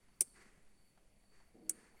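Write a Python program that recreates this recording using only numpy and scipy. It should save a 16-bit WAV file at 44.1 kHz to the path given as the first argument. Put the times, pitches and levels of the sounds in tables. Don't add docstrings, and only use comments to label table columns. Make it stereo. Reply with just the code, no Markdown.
import sys
import numpy as np
from scipy import signal
from scipy.fft import rfft, irfft
from scipy.io import wavfile

SR = 44100
rng = np.random.default_rng(int(sys.argv[2]) if len(sys.argv) > 2 else 0)


def persist_wave(psi):
    counts = np.round(np.clip(psi, -1, 1) * 32767).astype(np.int16)
    wavfile.write(sys.argv[1], SR, np.atleast_2d(counts).T)


def level_to_linear(level):
    exponent = np.asarray(level, float) / 20
    return 10 ** exponent


N = 88200
T = np.arange(N) / SR

# t/s, level/dB, right port late/ms, left over right/dB, crack level/dB
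PUSH_CONTACTS = [
    (.2062, -42, .2, 0, 5),
    (.2081, -15, 0, 6, 1),
    (.2085, -14, .4, 3, 0),
    (.2101, -17, 0, 1, -3),
    (.2128, -23, .2, -5, -6),
    (.2178, -20, .3, -6, -9),
    (.2205, -25, 0, 2, -7),
    (.2225, -29, .3, 0, -6),
]
PULL_CONTACTS = [
    (1.6934, -31, 0, 1, -9),
    (1.6957, -14, -.1, 4, 1),
    (1.6980, -25, -.3, -3, -9),
    (1.7045, -29, 0, -2, -9),
    (1.7085, -28, 3, 4, -16),
]
# f/Hz, level/dB, t60/s
PUSH_MODES = [(5900, -9, .03), (6250, -10, .04), (7740, -9, .04), (8515, -3, .05), (8650, -1, .055),
              (8850, 0, .055), (9030, -3, .05), (9930, -4, .04), (10800, -10, .03), (13440, -18, .035)]
PULL_MODES = [(5600, -13, .025), (7725, -9, .035), (8240, -8, .045), (8440, -7, .05), (8800, 0, .055),
              (9095, 0, .055), (9420, -6, .05), (9560, -3, .045), (9965, -6, .04), (11080, -12, .035)]
# f/Hz, level/dB
PUSH_CRACK = [(290, -55), (1000, -30), (2400, -38), (3900, -28.5), (5930, -8), (6660, -17.5), (8670, -1),
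              (14700, -17.5), (16500, -34)]
PULL_CRACK = [(290, -96), (1100, -32), (4170, -26.5), (7820, 0), (9060, -8.5), (10200, 0.5), (12900, -21.5),
              (14700, -18), (16500, -26)]
# f/Hz, level/dB
PUSH_SCATTER = [(880, -64.5), (1500, -33.5), (2220, -24.5), (4170, -28), (6820, -18.5), (8680, -0.5),
                (12500, -21), (16500, -28)]
PULL_SCATTER = [(880, -50), (1500, -18.5), (3780, -32), (5420, -22.5), (9040, 1.5), (10900, -19),
                (15400, -45), (16500, -55)]
# crack, modes, scatter, ringing tail, thump, each level/dB
PUSH_MIX = (0, -8.5, -5.5, -25.5, -24)
PULL_MIX = (-4.5, -8, -7, -27, -35)
# f/Hz, width/Hz, level/dB
TAIL = [(8700, 300, 1), (9100, 450, 0), (9300, 1600, -7), (6200, 1500, -16), (13000, 3000, -28)]
# f/Hz, level/dB, t60/s
THUMP = [(369, 2.5, 0.037), (285.7, -6.5, 0.04), (528, -6.5, 0.042), (753, -6.5, 0.028),
         (1180, -9.5, 0.029), (2323, -10, .04)]
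# f/Hz, width/Hz, level/dB
CABIN = [(150.76, 68, -11), (200, 18, -4.5), (222.6, 45, 1.5), (320, 29, -1.5), (462, 30, -1),
         (600, 23, -10), (722, 43, -10.5)]
# t/s, level/dB
LEAN = [
    (1.498, -73),
    (1.536, -78.5),
    (1.556, -61),
    (1.708, -63.5),
    (1.736, -69.5),
    (1.78, -65),
    (1.928, -80.5),
    (1.948, -72.5),
    (2.0, -105),
]
# f/Hz, width/Hz, level/dB
LEATHER = [(833, 9.4, 3.5), (968, 20, 3), (1340, 50, -7.5), (1700, 9.5, 0.5), (2140, 87, -6), (2270, 42, 2)]
# t/s, attack/s, hold/s, t60/s, level/dB
RASP = (1.76, .04, .06, .3, -72)
# t/s, attack/s, hold/s, t60/s
GROAN = (1.595, .04, .075, .12)
# t/s, attack/s, hold/s, t60/s, level/dB
STROKES = [
    (0, 0.006, 0.11, 1, -78.5),
    (0.333, 0.033, 0.059, 0.98, -64.5),
    (1.313, 0.014, 0.06, 0.92, -73),
    (1.644, 0.13, 0.091, 0.54, -68),
    (1.953, 0.012, 0.15, .3, -74.5),
]
# f/Hz, level/dB
CLOTH = [(180, -69.5), (300, 4), (433, 0.5), (565, -11.5), (856, -6.5), (2000, -0.5), (3350, -17),
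         (8940, -14), (16000, -52)]
# t/s, f/Hz, width/Hz, level/dB
SQUEAK = (1.965, 2230, 120, -75)
# t/s, level/dB, f/Hz
TAPS = [
    (0.084, -69, 806),
    (0.269, -62.5, 265),
    (.455, -58.5, 200),
    (0.574, -63, 178),
    (0.973, -64, 780),
    (1.233, -68.5, 677),
    (1.399, -64, 770),
    (1.483, -72, 764),
    (1.943, -64, 800),
]
# t/s, attack/s, hold/s, t60/s, level/dB
PHRASES = [
    (.05, .06, 0.11, .2, -92.5),
    (0.224, 0.072, 0.15, 0.18, -81.5),
    (0.71, 0.076, 0.12, 0.22, -86.5),
    (1.173, 0.17, 0.06, 0.46, -84.5),
    (1.618, 0.064, 0.14, 1, -84.5),
]
# f/Hz, level/dB
FLOOR = [(20, 6), (32, -8.5), (558, -23), (1150, -30.5), (4400, -40), (10500, -36), (13000, -33.5),
         (16000, -43)]
# f/Hz, likeness (0 to 1)
ALIKE = [(30, 0.11), (250, 0.29), (1000, 0.033), (10000, 0.058)]

PUSH_CRACK_PAN_DB, PULL_CRACK_PAN_DB = -1, -7
CRACK_T60_S, CRACK_RISE_S = .0035, .00015
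SPRING_T60_S, SCATTER_T60_S, TAIL_T60_S = .05, .033, .6
THUMP_RISE_S, THUMP_LATE_S = .006, .004
SLIP_HZ, SLIP_SCATTER_DB = 71.9, -1
GROAN_HZ, GROAN_DB = 317.7, -59.5
CLOTH_FLICKER_DB, CLOTH_ALIKE = 1.2, .3
TAP_T60_S, TAP_RISE_S = .05, .003
CRICKET_HZ, CRICKET_WIDTH_HZ = (4557, 4464), (40, 90)
TRILL_HZ, TRILL_DEPTH, CHORUS_DB = 59.4, .3, -93
FLOOR_DB, DRIFT_DB = -70.5, -64.5
STREET_HZ, STREET_DB = 2180, -83
HUM_HZ, HUM_DB = 200, -80
PORT_HZ, PORT_DB = 9500, -83
SHELF_HZ, SHELF_DB, TOP_HZ = 10850, -3.5, 16150
PATCHY_DB, PATCH_HZ = 4.5, 450
PORTS_DB = -1.3


def unit(x):
    return x / np.sqrt(np.mean(x ** 2))


def energy(x):
    return x / np.sqrt(np.sum(x ** 2, axis=1, keepdims=True))


def curve(table, hz):
    table = np.array(table)
    return np.interp(np.log(hz + 1), np.log(table[:, 0]), table[:, 1])


def colour(x, table):
    cepstrum = irfft(curve(table, np.fft.rfftfreq(4096, 1 / SR)) * np.log(10) / 20)
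    cepstrum[1:2048] *= 2
    cepstrum[2049:] = 0
    response = irfft(np.exp(rfft(cepstrum)))
    return signal.fftconvolve(x, response[None], axes=-1)[..., :x.shape[-1]]


def band(x, hz, width):
    return signal.lfilter(*signal.iirpeak(hz, hz / max(width, 1), fs=SR), x)


def pair(alike):
    mid, side = rng.standard_normal((2, N))
    alike = np.clip(alike, 0, 1)
    opposed = side * np.array([[1], [-1]])
    return (np.sqrt(1 + alike) * mid + np.sqrt(1 - alike) * opposed) / np.sqrt(2)


def walk(rate):
    lowpass = signal.butter(2, rate, fs=SR, output="sos")
    return unit(signal.sosfilt(lowpass, rng.standard_normal(N)))


def swell(at, attack, hold, t60, db):
    released = np.clip(T - at - attack - hold, 0, None)
    return level_to_linear(db - 60 * released / t60) * np.clip((T - at) / attack, 0, 1)


def fade(t60):
    return level_to_linear(-60 * T[:SR // 2] / t60)


def rise(time):
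    return 1 - np.exp(-T[:SR // 2] / time)


def ring(modes):
    phases = 2 * np.pi * rng.random((len(modes), 2, 1))
    out = 0
    for (hz, db, t60), phase in zip(modes, phases):
        out = out + level_to_linear(db) * fade(min(t60, SPRING_T60_S)) * np.sin(2 * np.pi * hz * T[:SR // 2] + phase)
    return out


def ringing_tail():
    tail = 0
    for hz, width, db in TAIL:
        noise = rng.standard_normal((2, SR // 2))
        tail = tail + level_to_linear(db) * band(band(noise, hz, 2 * width), hz, 2 * width)
    return tail * fade(TAIL_T60_S)


def snap(contacts, modes, crack, scatter, mix_db, crack_pan_db):
    out, size = np.zeros((2, N)), SR // 2
    tail = ringing_tail()
    thump = ring(THUMP)[[0, 0]] * rise(THUMP_RISE_S)
    spring = ring(modes)
    crack_db, spring_db, scatter_db, tail_db, thump_db = mix_db

    hardest = max(contacts, key=lambda row: row[1])
    blow = int(hardest[0] * SR + THUMP_LATE_S * SR)
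    out[:, blow:blow + size] += (level_to_linear(thump_db) * energy(thump))[:, :N - blow]

    facing = level_to_linear(crack_pan_db * np.array([[.5], [-.5]]))
    noise = rng.standard_normal((len(contacts), 2, 2, size))
    for (at, db, late_ms, pan_db, contact_crack_db), n in zip(contacts, noise):
        click = colour(n[0] * fade(CRACK_T60_S) * rise(CRACK_RISE_S), crack)
        reflections = colour(n[1] * fade(SCATTER_T60_S), scatter)
        sound = level_to_linear(crack_db + contact_crack_db) * facing * energy(click)
        sound = sound + level_to_linear(spring_db) * energy(spring)
        sound = sound + level_to_linear(scatter_db) * energy(reflections)
        sound = 4 * (sound + level_to_linear(tail_db) * energy(tail))
        for port, side in enumerate((1, -1)):
            i = int((at + port * late_ms / 1000) * SR)
            out[port, i:i + size] += (level_to_linear(db + side * pan_db / 2) * sound[port])[:N - i]
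    return out


def seat():
    chance = rng.random((N, 2))
    slips = (chance[:, 0] < SLIP_HZ / SR) * level_to_linear(SLIP_SCATTER_DB * 2 * chance[:, 1])
    slips = slips + 0.2 * pair(0.6)
    creak = 0
    for hz, width, db in CABIN:
        creak = creak + level_to_linear(db) * unit(band(band(slips, hz, 3 * width), hz, width))
    times, effort_db = np.array(LEAN).T
    lean = level_to_linear(np.interp(T, times, effort_db, left=-120))

    hide = 0
    for hz, width, db in LEATHER:
        hide = hide + level_to_linear(db + 5.9 * walk(7.0)) * unit(band(pair(0.34), hz, width))

    groan_phase = 2 * np.pi * np.cumsum(GROAN_HZ * (1 + 0.01 * walk(17))) / SR
    groan = np.sin(groan_phase) * level_to_linear(0.63 * walk(30))
    return unit(creak) * lean + groan * swell(*GROAN, GROAN_DB) + unit(hide) * swell(*RASP)


def sleeves():
    cloth = unit(colour(pair(CLOTH_ALIKE), CLOTH)) * level_to_linear(CLOTH_FLICKER_DB * walk(23))
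    at, hz, width, db = SQUEAK
    squeak = unit(band(pair(0.7), hz, width)) * swell(at, 0.0044, 0.12, 0.18, db)
    return cloth * sum(swell(*stroke) for stroke in STROKES) + squeak


def taps():
    out, size = np.zeros((2, N)), SR // 20
    envelope = (fade(TAP_T60_S) * rise(TAP_RISE_S))[:size]
    for (at, db, hz), n in zip(TAPS, rng.standard_normal((len(TAPS), 2, size))):
        n = (n + n[0]) * envelope
        body = unit(band(n, hz, 0.25 * hz)) / 4
        touch = hz / 2000 * band(band(n, 1500, 1600), 1500, 1600)
        i = int(at * SR)
        out[:, i:i + size] += level_to_linear(db) * (body + touch)
    return out


def crickets():
    trill_phase = 2 * np.pi * np.cumsum(TRILL_HZ * (1 + 0.32 * walk(3.9))) / SR
    trill = .5 + .5 * np.sin(trill_phase)
    song = 0
    for hz, width in zip(CRICKET_HZ, CRICKET_WIDTH_HZ):
        song = song + unit(band(band(pair(0.21), hz, width), hz, 2 * width))
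    phrases = level_to_linear(CHORUS_DB) + sum(swell(*phrase) for phrase in PHRASES)
    return song * (1 + TRILL_DEPTH * (trill - .5)) * phrases


def floor():
    hiss, gust = 0, walk(1.3)
    for hz in 22 * 2 ** np.arange(0, 9.6, .5):
        db = curve(FLOOR, hz) + 10 * np.log10(hz) + 0.1 * gust + 1.7 * walk(3.9)
        edges = signal.butter(2, [hz / 2 ** .25, hz * 2 ** .25], "band", fs=SR, output="sos")
        hiss = hiss + level_to_linear(db) * unit(signal.sosfilt(edges, pair(curve(ALIKE, hz))))
    air = level_to_linear(FLOOR_DB + 2.0) * unit(hiss)
    air = air + level_to_linear(STREET_DB) * unit(band(pair(0.077), STREET_HZ, 600.0))
    air = air + level_to_linear(HUM_DB) * unit(band(pair(0.27), HUM_HZ, 11))
    air = air + level_to_linear(PORT_DB) * unit(band(pair(0.17), PORT_HZ, 2436))
    air = air + level_to_linear(DRIFT_DB) * np.array([walk(7.6), walk(2.4)])

    lowpass = signal.ellip(6, .2, 50, SHELF_HZ, fs=SR, output="sos")
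    below = signal.sosfiltfilt(lowpass, air)
    patches = 0
    for hz in np.arange(SHELF_HZ, TOP_HZ, PATCH_HZ):
        patch = band(band(air - below, hz, PATCH_HZ), hz, PATCH_HZ)
        patches = patches + level_to_linear(SHELF_DB + PATCHY_DB * walk(14)) * patch
    return below + patches


def scene():
    push = snap(PUSH_CONTACTS, PUSH_MODES, PUSH_CRACK, PUSH_SCATTER, PUSH_MIX, PUSH_CRACK_PAN_DB)
    pull = snap(PULL_CONTACTS, PULL_MODES, PULL_CRACK, PULL_SCATTER, PULL_MIX, PULL_CRACK_PAN_DB)
    return push + pull + seat() + sleeves() + taps() + crickets() + floor()


def top_cut(x):
    return signal.sosfilt(signal.butter(12, 16840, fs=SR, output="sos"), x)


def record(dry):
    lowpass = signal.ellip(8, .2, 60, TOP_HZ, fs=SR, output="sos")
    port_gain = level_to_linear(PORTS_DB * np.array([[.5], [-.5]]))
    return top_cut(signal.sosfilt(lowpass, dry) * port_gain)


dry = scene()
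out = record(dry)
persist_wave(out)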